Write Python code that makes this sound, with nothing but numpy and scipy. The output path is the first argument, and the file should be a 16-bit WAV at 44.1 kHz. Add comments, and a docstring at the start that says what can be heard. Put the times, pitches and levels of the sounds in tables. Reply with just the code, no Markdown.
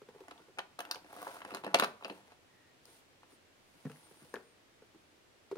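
"""Soft scrapes of sliding bases and dull hand bumps on a camera case open over quiet room air.
Hollow plastic chess figurines then click about a folding board; one knocks down hard and rattles,
and later one is tapped onto a square. Catches flick the board, clinks ping, and faint whistles arch by.
Hits are decaying modes with noise cracks, slides are trains of tiny slips that ring the board,
whistles are gliding sines, and a small room answers with early echoes and a diffuse tail."""
import sys
import numpy as np
from scipy import signal
from scipy.fft import rfft, irfft, next_fast_len
from scipy.io import wavfile
from scipy.ndimage import uniform_filter1d

SR = 44100
rng = np.random.default_rng(int(sys.argv[2]) if len(sys.argv) > 2 else 0)


def materialize(psi):
    """Save the field psi as 16-bit PCM at rate SR to the path in sys.argv[1].

    A 1-D psi becomes a single channel; in a 2-D psi each row is a channel.
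    """
    bounded = np.clip(np.atleast_2d(psi).T, -1, 1)
    quanta = np.round(bounded * 32767).astype(np.int16)
    wavfile.write(sys.argv[1], SR, quanta)


N = 245945  # length of the scene [samples]
RING_T = np.arange(4096) / SR  # time axis of a single hit [s]
BLOW_S = 0.01  # opening stretch over which a hit's level is set [s]


def amp(db):
    """Turns decibels into gain."""
    return 10 ** (np.asarray(db) / 20)


def evened(x):
    """Scales a signal to unit rms."""
    return x / np.sqrt(np.mean(x ** 2) + 1e-30)


def blow(x):
    """Scales a hit to unit rms over its first moments."""
    opening = x[..., :int(BLOW_S * SR)]
    return x / np.sqrt(np.mean(opening ** 2) + 1e-30)


def read(points, hz):
    """Reads a table on a log-frequency axis."""
    f, value = np.transpose(points)
    return np.interp(np.log(hz + 1), np.log(f + 1), value)


def add(mix, s, sound):
    """Mixes a sound in at time s [s]."""
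    part = mix[:, max(round(s * SR), 0):][:, :sound.shape[1]]
    part += sound[:, :part.shape[1]]


def pair(x, colour, likeness, tilt_db=0):
    """Colours two unrelated signals and blends them into what two close microphones hear."""
    size = next_fast_len(x.shape[1], True)
    a, b = rfft(x, size)
    hz = np.fft.rfftfreq(size, 1 / SR)
    same = np.clip(read(likeness, hz), 0, 1)
    # the tilt [dB/octave] acts above 7 kHz
    top_db = tilt_db * np.log2(np.maximum(hz / 7000, 1))
    gain = amp(read(colour, hz) + top_db)
    blended = same * a + np.sqrt(1 - same ** 2) * b
    return irfft(np.array([a, blended]) * gain, size)[:, :x.shape[1]]


# left-right likeness of sounds close by: (frequency [Hz], likeness [0-1])
NEAR_LIKENESS = [(150, 0.94), (700, 0.94), (1500, 1), (4000, 0.33), (9000, 0.1), (16000, 0.29)]


def ring(modes, emphasis_db=0, contact_s=0.00014, scatter=0.00395):
    """One blow on decaying modes; their shares, signs and tuning vary from blow to blow."""
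    hz, db, t60 = np.transpose(modes)
    share, sign, detune, apart = rng.standard_normal((4, len(modes)))
    size = amp(db + emphasis_db + 1.2 * share) * np.sign(sign)
    # high modes reach the two microphones out of step
    skew = apart * np.sqrt(-0.5 * np.log(np.clip(read(NEAR_LIKENESS, hz), 0.05, 1)))
    poles = 2j * np.pi * hz * (1 + scatter * detune) - np.log(1000) / t60
    swings = np.vander(np.exp(poles / SR), len(RING_T), increasing=True)
    phased = size * np.exp(1j * np.array([skew, -skew]))
    sound = np.einsum("cm,mt->ct", phased, swings).imag
    return blow(sound * (1 - np.exp(-(RING_T / contact_s) ** 2)))


def burst(colour, rise_s, fall_s, tilt_db=0):
    """A short crack of coloured noise; the tilt dulls or brightens its top."""
    noise = pair(rng.standard_normal((2, len(RING_T))), colour, NEAR_LIKENESS, tilt_db)
    rise = 1 - np.exp(-(RING_T / rise_s) ** 2)
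    return blow(noise * rise * np.exp(-RING_T / fall_s))


# where the pieces are: (time [s], lead of the left microphone [ms], left over right [dB])
PIECE_PLACES = [(0.498, .19, 0), (2.1, .19, 0), (4.3, .03, 3)]


def placed(sound, s):
    """The nearer microphone hears a piece sooner, and louder where the level leans."""
    times, lead_ms, pan_db = np.transpose(PIECE_PLACES)
    lag = round(abs(np.interp(s, times, lead_ms)) * SR / 1000)
    gain = amp(np.interp(s, times, pan_db) / 2)
    late = np.pad(sound[1], (lag, 0))[:sound.shape[1]]
    return np.array([sound[0] * gain, late / gain])


def octaves(modes, hz):
    """How far each mode lies above a pitch [octaves]."""
    return np.log2(np.transpose(modes)[0] / hz)


AIR_DB = -65.5  # overall rms level of the air [dB]
# spectrum of room air and microphone hiss: (frequency [Hz], relative level [dB per Hz])
AIR_SPECTRUM = [(12, -34.5), (20, -3), (33, -21), (86, -1.5), (182, -7), (260, -3), (350, -2.5),
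                (558, -5.5), (738, -7), (976, -9), (1440, -10.5), (1910, -10), (3250, -13), (8410, -22),
                (9400, -23), (16000, -32)]
# left-right likeness of the air: (frequency [Hz], likeness [0-1])
AIR_LIKENESS = [(30, 0.4), (100, 0.5), (300, 0.52), (800, 0), (2000, 0), (8000, 0.01)]


def air():
    """Steady room air and microphone hiss, as shaped noise."""
    return amp(AIR_DB) * evened(pair(rng.standard_normal((2, N)), AIR_SPECTRUM, AIR_LIKENESS))


# rise and fall of a stroke [shares of its length]
STROKE_RISE, STROKE_FALL = 0.41, 0.24
# bases sliding and fingers rubbing on the figures:
# (start [s], length [s], scrape level before trim [dB], hiss level before trim [dB])
SLIDE_STROKES = [(0.01, 0.53, -66.5, -83), (0.769, 0.27, -56.5, -82), (0.998, 0.086, -69, -83),
                 (1.045, 0.41, -52, -64.5), (1.422, 0.21, -53, -70), (1.627, 0.14, -56, -80),
                 (1.974, 0.25, -61, -74.5), (2.15, 0.223, -68.5, -84), (2.808, 0.23, -73, -72),
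                 (3.266, 0.11, -74, -76), (3.52, 0.99, -70, -74)]


def strokes():
    """Levels of scrape and hiss as each stroke gathers speed, holds and slows."""
    t, gains = np.arange(N) / SR, np.zeros((2, N))
    for s, length, scrape_db, hiss_db in SLIDE_STROKES:
        u = (t - s) / length
        swell = np.clip(np.minimum(u / STROKE_RISE, (1 - u) / STROKE_FALL), 0, 1)
        gains += amp([[scrape_db], [hiss_db]]) * swell
    return gains


# a sliding base wanders over spots between these pitches [Hz]
SLIDE_LOW_HZ, SLIDE_HIGH_HZ = 700, 1600
# modes of the folding board: (frequency [Hz], relative level [dB], decay time t60 [s])
BOARD_MODES = [(412, -3, 0.15), (468, 2.5, 0.063), (543, -1.5, 0.096), (627, 0, .045), (732, 1, 0.052),
               (847, -0.5, 0.027), (983, -0.5, 0.026), (1173, 2.5, 0.025), (1330, 3, 0.022),
               (1393, 0.5, 0.018), (1537, -3.5, 0.03), (1605, -1.5, 0.026), (1740, -7.5, 0.023),
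               (1844, -12, 0.016)]


def wandering_board(grain, focus_db=16, count=6):
    """The slips ring the board, whose strongest modes change as the base travels from spot to spot."""
    wander = evened(uniform_filter1d(rng.standard_normal(N), size=1100))
    spot = np.clip(np.round((count - 1) * (0.5 + 0.35 * wander)), 0, count - 1)
    total = np.zeros((2, N))
    for k, hz in enumerate(np.geomspace(SLIDE_LOW_HZ, SLIDE_HIGH_HZ, count)):
        sound = ring(BOARD_MODES, -focus_db * abs(octaves(BOARD_MODES, hz)), scatter=0.0077)
        total += signal.oaconvolve(grain * (spot == k), sound, axes=1)[:, :N]
    return evened(total)


SLIPS_PER_S = 1000  # mean rate of the tiny slips [1/s]
# spectrum of the scrape: (frequency [Hz], relative level [dB per Hz])
SCRAPE_SPECTRUM = [(88, -48.5), (150, -8.5), (235, -14.5), (325, 8.5), (409, -30.5), (449, -0.5),
                   (592, -2.5), (650, 2.5), (794, -3), (927, 5), (1260, -9), (2070, -5.5), (6000, -28),
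                   (7800, -52), (13200, -120)]
# spectrum of the fine rubbing hiss: (frequency [Hz], relative level [dB per Hz])
HISS_SPECTRUM = [(1500, -8.5), (3500, 1), (5000, 0), (7500, -4), (9400, 3.5), (11000, -2.5), (16000, -7)]
# left-right likeness of diffuse sound, for the hiss and the room: (frequency [Hz], likeness [0-1])
ROOM_LIKENESS = [(150, 0.94), (500, 0.9), (1200, 0.29), (2500, 0.047), (16000, 0.0093)]


def slides(spread_db=2.7, catch_db=1.7, ring_db=-1):
    """Tiny slips of uneven size set the board ringing, with a fine hiss from the rubbing surfaces."""
    scrape_gain, hiss_gain = strokes()
    # the slips swell and weaken as the bases catch and let go
    catch = amp(catch_db * evened(uniform_filter1d(rng.standard_normal(N), size=500)))
    slip_size = amp(spread_db * np.minimum(rng.exponential(1, N), 4))
    slips = (rng.random(N) < SLIPS_PER_S / SR) * slip_size
    grain = evened(slips * catch * rng.standard_normal((2, N)))
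    rough = grain + 0.45 * catch * rng.standard_normal((2, N))
    rub = evened(pair(rough, SCRAPE_SPECTRUM, NEAR_LIKENESS))
    scrape = evened(rub + amp(ring_db) * wandering_board(grain[:1]))
    fine = grain + 1.5 * rng.standard_normal((2, N))
    hiss = evened(pair(fine, HISS_SPECTRUM, ROOM_LIKENESS))
    # the trims set scrape against hiss
    return placed(amp(-0.5) * scrape_gain * scrape + amp(5.0) * hiss_gain * hiss, 0)


# a bump's second push: delay [s] and pitch ratio; the skin's rub against the case note [dB]
SETTLE_S, SETTLE_PITCH, RUB_DB = 0.011, 0.953, -8.5
# modes of the camera case, before the grip shifts them: (frequency [Hz], relative level [dB], t60 [s])
CASE_MODES = [(380, -7, .03), (442, 0, .055), (495, -2, .03), (590, -10, .02)]
# modes of the low thump: (frequency [Hz], relative level [dB], t60 [s])
THUMP_MODES = [(132, -15, 0.082), (158.5, 9, 0.069), (246, 6, 0.059)]
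# spectrum of skin rubbing the case: (frequency [Hz], relative level [dB per Hz])
RUB_SPECTRUM = [(300, -35), (800, 7), (1250, 6.5), (2000, -4), (4000, -9.5), (9000, -19), (16000, -23)]
# dull bumps of the hand on the camera:
# (time [s], case level [dB], thump over case [dB], settling of the grip over case [dB], pitch [ratio])
HAND_BUMPS = [(0.017, -53, -14, -14, 1), (0.087, -51.5, -12, -10, 1), (0.147, -58, -12, 4.5, 1),
              (0.204, -51.5, -23, -1, 1), (0.399, -64, -6, 0, 0.93), (0.483, -60, -15, 0, 1),
              (2.88, -66, -14, 0, 0.93), (3.32, -63, -12, -1.5, 0.75), (3.75, -65.5, -3, -1, 0.71),
              (3.851, -50.5, 12.5, -3.5, 1), (3.898, -53, 1, -13, 1), (4.11, -58.5, -5.5, -8, 0.94),
              (4.219, -64, 4, -2, 0.75), (4.821, -57.5, -12, -22, 1), (4.945, -60, -20, 1, 0.73),
              (5.513, -41.5, -26, 4, 0.95), (5.555, -48.5, -19.5, 11.5, 0.91)]


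def bumps():
    """Soft flesh hardly reaches the treble: the case notes hollowly, then lower as the grip settles."""
    out = np.zeros((2, N))
    for s, case_db, thump_db, settle_db, grip in HAND_BUMPS:
        rub = burst(RUB_SPECTRUM, rise_s=0.0008, fall_s=0.009)
        add(out, s, amp(case_db + RUB_DB) * rub)
        pushes = (0, case_db, grip), (SETTLE_S, case_db + settle_db, grip * SETTLE_PITCH)
        for after_s, db, pitch in pushes:
            thump = amp(thump_db) * ring(THUMP_MODES, contact_s=0.0036)
            gripped = [(hz * pitch, level, t60) for hz, level, t60 in CASE_MODES]
            case = ring(gripped, contact_s=0.0022, scatter=0.06)
            add(out, s + after_s, amp(db) * (thump + case))
    return out


# the board's push: damping [cycles] and rise [s]
PUSH_CYCLES, PUSH_RISE_S = 0.88, 0.0003


def push(hz):
    """The board gives way in a few heavily damped swings, which carry the woody body of a tap."""
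    turns = hz * RING_T
    rise = 1 - np.exp(-(RING_T / PUSH_RISE_S) ** 2)
    return blow(np.sin(2 * np.pi * turns) * np.exp(-turns / PUSH_CYCLES) * rise)


# the board's ring and push, and the figure's ring and clack, within their own layers [dB]
BOARD_RING_DB, PUSH_DB, RING_DB, CLACK_DB = -1, -5, -8, -0.5
# board level lost away from the touched spot's pitch [dB/octave]
SPOT_FOCUS_DB = 9
# a harder snap gathers the clack around the figure's pitch [dB/octave per dB]
SNAP_FOCUS = 2.5
# modes of the small table: (frequency [Hz], relative level [dB], t60 [s])
TABLE_MODES = [(140, -19, .06), (168, -12, .07), (212, -4, .07), (236, -6, .06), (293, 0, .08),
               (335, -1, .06), (378, 0, .06)]
# modes of a hollow figure: (frequency [Hz], relative level [dB], t60 [s])
FIGURE_MODES = [(1800, 12, 0.017), (2040, -9, 0.04), (2480, -1.5, 0.0062), (2620, 6.5, 0.026),
                (2700, 4.5, 0.018), (2800, -10.5, 0.027), (3210, -11, 0.014), (3560, -12.5, 0.014),
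                (4028, 1.5, 0.04), (4560, 4.5, 0.016), (5200, -3.5, 0.035), (5110, -9.5, 0.011),
                (5170, 0, 0.011), (6100, -6, 0.0068)]
# crowd of weak modes around a figure's pitch: (multiple of that pitch [ratio], level before focus [dB])
CLACK_CROWD = [(.3, -22.5), (.6, 2.5), (.8, -2), (0.999, -1), (1.2, -4), (1.45, -11.5), (2.401, -26.5),
               (4, -39)]
# spectrum of the hard tick, before tilt: (frequency [Hz], relative level [dB per Hz])
TICK_SPECTRUM = [(2000, -18.5), (5000, 4), (6000, 1.5), (6900, 1.5), (7800, -12), (9200, 8), (10000, 5.5),
                 (10800, -2), (13000, 0), (16000, -5.5)]


def contact(table_db, board_db, board_tilt_db, spot_hz, figure_db, figure_hz, tick_db, tick_tilt_db,
            snap_db=0, focus_db=15):
    """A hard base ticks, the hollow figure clacks, the board gives and rings, and the table thuds."""
    # each figure sounds most strongly near its own pitch
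    shape_db = -focus_db * abs(octaves(FIGURE_MODES, figure_hz))
    gather_db = SNAP_FOCUS * max(snap_db, 0)
    crowd = [(multiple * figure_hz, db - gather_db * abs(np.log2(multiple)))
             for multiple, db in CLACK_CROWD]
    spot_db = board_tilt_db * octaves(BOARD_MODES, 1000)
    spot_db = spot_db - SPOT_FOCUS_DB * abs(octaves(BOARD_MODES, spot_hz))

    table = ring(TABLE_MODES, contact_s=0.0031)
    board = ring(BOARD_MODES, spot_db, contact_s=0.0007, scatter=0.012)
    shell = ring(FIGURE_MODES, shape_db, contact_s=0.001, scatter=0.03)
    clack = burst(crowd, rise_s=0.001, fall_s=0.003 * amp(-snap_db))
    tick = burst(TICK_SPECTRUM, rise_s=0.0012, fall_s=0.0013, tilt_db=tick_tilt_db)

    wood = amp(BOARD_RING_DB) * board + amp(PUSH_DB) * push(spot_hz)
    body = amp(table_db) * table + amp(board_db) * wood
    # snap trades the longer ring for a brief clack
    figure = amp(RING_DB - snap_db) * shell + amp(CLACK_DB + snap_db / 2) * clack
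    return body + amp(figure_db) * figure + amp(tick_db) * tick


# levels against the force of a blow at middling hardness and weight [dB]
TABLE_DB, FIGURE_DB, TICK_DB = -17.5, -5, -14.5
# tilts at middling weight and sharpness [dB/octave]
BOARD_TILT_DB, TICK_TILT_DB = 3, -6.5
# a harder contact clacks more and snaps more [dB per dB]
CLACK_PER_HARDNESS, SNAP_PER_HARDNESS = 0.42, 0.78
# weight darkens board and tick, a sharp edge brightens the tick [dB/octave per dB]
BOARD_DULLING, TICK_DULLING, TICK_BRIGHTENING = 0.5, 0.17, 0.6
# edge touch before the main hit and rock after it: offset [s], level [dB], change of hardness [dB]
EDGE_S, EDGE_DB, EDGE_SOFTER_DB = 0.0022, -15, -12.5
ROCK_S, ROCK_DB, ROCK_SOFTER_DB = 0.0105, -12, -13
# a piece meets the board or clicks in the fingers: (time [s], force [dB], hardness of the contact [dB], #
# weight behind it [dB], sharpness of the edge [dB], figure pitch [Hz], board pitch at that spot [Hz])
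PIECE_KNOCKS = [(0.282, -52, 2, 8, -0.5, 2070, 1130), (0.31, -48.5, -2.5, 3.5, -1, 3370, 1150),
                (0.378, -69.5, 12.5, 2, -12, 3400, 1000), (0.574, -54.5, -10, 2, -4, 2400, 750),
                (0.5857, -38.5, 3, -6, -2.5, 2150, 880), (0.5906, -38, 2.5, -9, -10, 3300, 900),
                (0.79, -39.5, -6.5, -1, 9, 3470, 906), (0.804, -43, 4, -5, 5, 2690, 960),
                (0.851, -50.5, 4.5, -14, -0.5, 2700, 1000), (0.9113, -38, 3, -17, 8, 4350, 1170),
                (0.9452, -48.5, 4.5, -12, -5, 4870, 1090), (0.957, -50, 5, 3, -1, 2560, 590),
                (1.045, -58.5, -2, 15, 0, 2240, 900), (1.417, -47.5, 0, -7, -15, 2540, 1000),
                (1.4492, -45, 0, 6.5, -0.5, 2430, 1000), (1.506, -46, 0, -8, -4, 2250, 1000),
                (1.517, -49, -10, 15, -3, 3020, 912), (1.539, -46.5, -21, 13.5, 5, 3480, 890),
                (1.547, -40.5, -3.5, 0.5, 11, 3330, 1000), (1.569, -46.5, -4, 5, 4, 3120, 885),
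                (1.637, -43.5, -5, 10, -4, 2700, 760), (1.645, -42.5, -4.5, 5, 2.5, 3240, 1000),
                (1.665, -38.5, -13, 10.5, 5, 1970, 700), (1.677, -46, -4, 1, -4.5, 2120, 1000),
                (1.7436, -21, 1, 0.5, 0, 3250, 755), (1.7455, -28, 7, 3.5, -5, 2400, 1000),
                (1.7546, -37, 4, -9, -5, 2500, 950), (1.7615, -52, -3, -4, -12, 4104, 1300),
                (1.765, -48, -6, 11, -9.5, 2603, 793), (1.787, -36.5, 1, 6, 2, 4000, 900),
                (1.797, -27.5, 1.5, -14, 5, 3300, 1290), (1.81, -49, 8, -12, 2, 3600, 1000),
                (1.8225, -27, -8, 3.5, -3, 2630, 805), (1.8264, -34, -11, -6, 0, 3850, 880),
                (1.835, -32.5, -2.5, -2, -3, 3200, 1130), (1.839, -42.5, 2.5, -15, 6, 4100, 1300),
                (1.8434, -34, -0.5, -7, 1.5, 4000, 1280), (2.0242, -50.5, -8, 1, -1, 2440, 950),
                (2.0365, -63, 12.5, -2, -8, 3700, 1000), (2.0462, -44.5, 7, 3, -7.5, 2700, 950),
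                (2.053, -46.5, -1, 0, -12, 2590, 815), (2.0547, -44.5, -8, 5, -10, 2700, 700),
                (2.0978, -50.5, 8, -2, -26, 2720, 1000), (2.0995, -43, -8, 10.5, -2, 2800, 586),
                (2.122, -55, -13, 8, -8, 2800, 520), (2.319, -57, -9, -1, 3, 3220, 940),
                (2.854, -69, 14.5, 5, 7.5, 4930, 1000), (3.232, -60, -8, -3, 3, 2560, 900),
                (3.855, -62, 8, 2, -21, 1800, 1000), (3.865, -54.5, 0, 13, -16, 1800, 1000),
                (3.897, -59.5, 4.5, -14, 1, 2200, 1220), (3.916, -64, 10.5, 6, 2, 2540, 1200),
                (3.959, -72, 14, 0, -10, 1900, 1400), (4.34, -42.5, 4.5, 6.5, -3.5, 1390, 436),
                (4.347, -50, 8, 7, -13, 1310, 418), (4.356, -49, 3, 10, -7, 2700, 420),
                (4.3647, -52, 9.5, 10.5, -14, 1400, 380)]


def knocks():
    """Each hard contact has a weak edge touch, the main hit, then a weak rock; hardness brings out figure and
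    tick, weight the table."""
    out = np.zeros((2, N))
    touches = (-EDGE_S, EDGE_DB, EDGE_SOFTER_DB), (0, 0, 0), (ROCK_S, ROCK_DB, ROCK_SOFTER_DB)
    for s, force_db, hardness_db, weight_db, sharp_db, figure_hz, spot_hz in PIECE_KNOCKS:
        board_tilt_db = BOARD_TILT_DB - BOARD_DULLING * weight_db
        tick_tilt_db = TICK_TILT_DB - TICK_DULLING * weight_db + TICK_BRIGHTENING * sharp_db
        for after_s, weaker_db, softer_db in touches:
            hard_db = hardness_db + softer_db
            sound = contact(table_db=TABLE_DB + weight_db,
                            board_db=-1.0, board_tilt_db=board_tilt_db, spot_hz=spot_hz,
                            figure_db=FIGURE_DB + CLACK_PER_HARDNESS * hard_db, figure_hz=figure_hz,
                            snap_db=SNAP_PER_HARDNESS * hard_db,
                            tick_db=TICK_DB + hard_db + sharp_db, tick_tilt_db=tick_tilt_db)
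            add(out, s + after_s, amp(force_db + weaker_db) * placed(sound, s))
    return out


# a dragged base catches and jumps: (time [s], level [dB], tick against that level [dB])
BASE_CATCHES = [(0.889, -60, -18), (1.109, -55, -24), (1.128, -47, -13), (1.164, -47.5, -12),
                (1.217, -45, -9), (1.228, -43.5, -13), (1.247, -52, -8), (1.268, -40, -21),
                (1.2703, -42, -23), (1.344, -52, -4.5), (1.356, -55, -21), (1.368, -50.5, -25),
                (1.706, -50.5, -21.5), (2.01, -55, -21), (2.081, -50, -14)]


def catches():
    """A base that catches flicks the board with a bright tick, while the fingers damp the figure."""
    out = np.zeros((2, N))
    for s, db, tick_db in BASE_CATCHES:
        sound = contact(table_db=-24.0, board_db=-3, board_tilt_db=0.5, spot_hz=1000,
                        figure_db=-22.0, figure_hz=2720, tick_db=tick_db, tick_tilt_db=10.5)
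        add(out, s, amp(db) * placed(sound, s))
    return out


# time constants of the ping's pitch sag, rise and bright start [s]
SAG_S, PING_RISE_S, PING_FALL_S = 0.002, 0.0007, 0.0008
# the weaker ring that lingers: level [dB] and time constant [s]
LINGER_DB, LINGER_S = -18, 0.005
# one figure clinks against another: (time [s], level [dB], first pitch [Hz], last pitch [Hz])
FIGURE_CLINKS = [(.9121, -36, 5800, 3650), (1.5465, -50, 5300, 4000), (1.7452, -32, 5100, 3600),
                 (1.7875, -47, 5200, 3900), (1.7982, -42, 5000, 3500), (2.0464, -50.5, 5600, 3850),
                 (2.0985, -58, 4600, 4000)]


def clinks():
    """Plastic on plastic: one bright resonance, stiffened by the contact, slides down as it dies."""
    out = np.zeros((2, N))
    rise = 1 - np.exp(-(RING_T / PING_RISE_S) ** 2)
    fall = np.exp(-RING_T / PING_FALL_S) + amp(LINGER_DB) * np.exp(-RING_T / LINGER_S)
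    for s, db, first_hz, last_hz in FIGURE_CLINKS:
        hz = last_hz + (first_hz - last_hz) * np.exp(-RING_T / SAG_S)
        turns = np.cumsum(hz) / SR + rng.random()
        ping = blow(rise * fall * np.sin(2 * np.pi * turns))
        add(out, s, amp(db) * placed(np.array([ping, ping]), s))
    return out


# how the two microphones colour a near click: (frequency [Hz], left over right [dB])
PORT_LEAN = [(1000, 0), (2000, 0.5), (4000, 2.5), (8800, -11.5), (12000, 8), (16000, 2)]


def ports(x):
    """Shares the direct clicks between the two microphones, band by band."""
    size = next_fast_len(N + SR // 10, True)
    lean_db = read(PORT_LEAN, np.fft.rfftfreq(size, 1 / SR))
    return irfft(rfft(x, size) * amp(np.array([lean_db, -lean_db]) / 2), size)[:, :N]


# faint whistles: (start [s], length [s], first pitch [Hz], middle pitch [Hz], last pitch [Hz],
# rms waver [Hz], rms level [dB])
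FAINT_WHISTLES = [(2.49, .25, 1930, 1880, 1900, 100, -75.5), (2.86, .13, 9350, 9400, 9500, 320, -76),
                  (3.3, .07, 9200, 9250, 9150, 260, -78), (3.87, .075, 9050, 9200, 9800, 100, -78),
                  (3.93, .12, 9650, 10280, 9350, 80, -76), (4.01, .09, 10300, 10450, 10650, 80, -82),
                  (4.028, .052, 8980, 8870, 8700, 60, -69), (4.09, .045, 9700, 9760, 9680, 60, -75),
                  (4.14, .11, 8820, 9400, 8800, 60, -77), (4.15, .15, 9400, 9690, 9230, 100, -79),
                  (4.16, .065, 8500, 8740, 8560, 50, -77), (4.29, .05, 8560, 8760, 8740, 45, -75),
                  (4.41, .14, 8250, 8990, 8400, 55, -80)]


def whistles():
    """Each faint whistle is a sine that swells and fades while its pitch arches and wavers."""
    out = np.zeros((2, N))
    for s, length, first_hz, middle_hz, last_hz, waver_hz, db in FAINT_WHISTLES:
        u = np.linspace(-1, 1, round(length * SR))
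        slope = (last_hz - first_hz) / 2
        bend = (first_hz + last_hz) / 2 - middle_hz
        arch = middle_hz + slope * u + bend * u ** 2
        waver = evened(uniform_filter1d(rng.standard_normal(len(u)), size=100))
        turns = np.cumsum(arch + waver_hz * waver) / SR
        # each side starts at its own phase, within a quarter turn
        phase = 2 * np.pi * (turns + rng.random((2, 1)) / 4)
        add(out, s, amp(db) * evened(np.sin(phase) * (1 - u ** 4)))
    return out


# decay of the room: (frequency [Hz], t60 [s])
ROOM_DECAY = [(150, 0.29), (600, 0.37), (2000, 0.28), (5000, 0.29), (14000, 0.26)]
# colour of the room's tail: (frequency [Hz], level [dB])
ROOM_COLOUR = [(150, -1), (600, -9.5), (2000, -9), (5000, -12.5), (14000, -10.5)]


def room(x, early_db=-10.5, early_s=0.009, gap_s=0.004):
    """The board, table and near wall answer after a short gap; then a short diffuse tail builds."""
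    t = np.arange(SR // 2) / SR
    # sparse random echoes, about 3000 a second
    taps = rng.choice([-1., 1.], (2, len(t))) * (rng.random((2, len(t))) < 3000 / SR)
    taps = evened(taps) * (t > gap_s)
    early = pair(taps * np.exp(-t / early_s), [(100, 0.0045), (16000, 0.0019)], ROOM_LIKENESS)
    early *= amp(early_db) / np.linalg.norm(early[0])
    # each band of the tail dies at its own rate
    noise = pair(rng.standard_normal((2, len(t))), ROOM_COLOUR, ROOM_LIKENESS)
    hz, at, z = signal.stft(noise, SR, nperseg=256)
    rate = np.log(1000) / read(ROOM_DECAY, hz)[:, None]
    decayed = z * np.exp(-rate * at) * np.sqrt(2 * rate / SR)
    tail = signal.istft(decayed, SR, nperseg=256)[1][:, :len(t)]
    tail *= 1 - np.exp(-(t / 0.012) ** 2)
    return signal.fftconvolve(x, early + tail, axes=1)[:, :N]


def without_bass(x, hz):
    """Such small bodies radiate little deep bass."""
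    return signal.sosfilt(signal.butter(4, hz, "highpass", fs=SR, output="sos"), x)


def scene(board_bass_hz=140, hand_bass_hz=125):
    """Pieces and bumps in the room, with faint whistles, over its quiet air."""
    clicks = ports(knocks() + clinks() + catches())
    pieces = without_bass(clicks + slides(), board_bass_hz)
    hand = without_bass(bumps(), hand_bass_hz)
    # the bumps excite the room half as strongly
    return pieces + hand + room(pieces + hand / 2) + whistles() + air()


EDGE_HZ = 15900  # upper band limit [Hz]


def record(dry):
    """The recorder's band limit, a steep low-pass."""
    lowpass = signal.firwin(511, EDGE_HZ, window=("kaiser", 9), fs=SR)
    return signal.oaconvolve(dry, lowpass[None], "same")


dry = scene()
out = record(dry)
materialize(out)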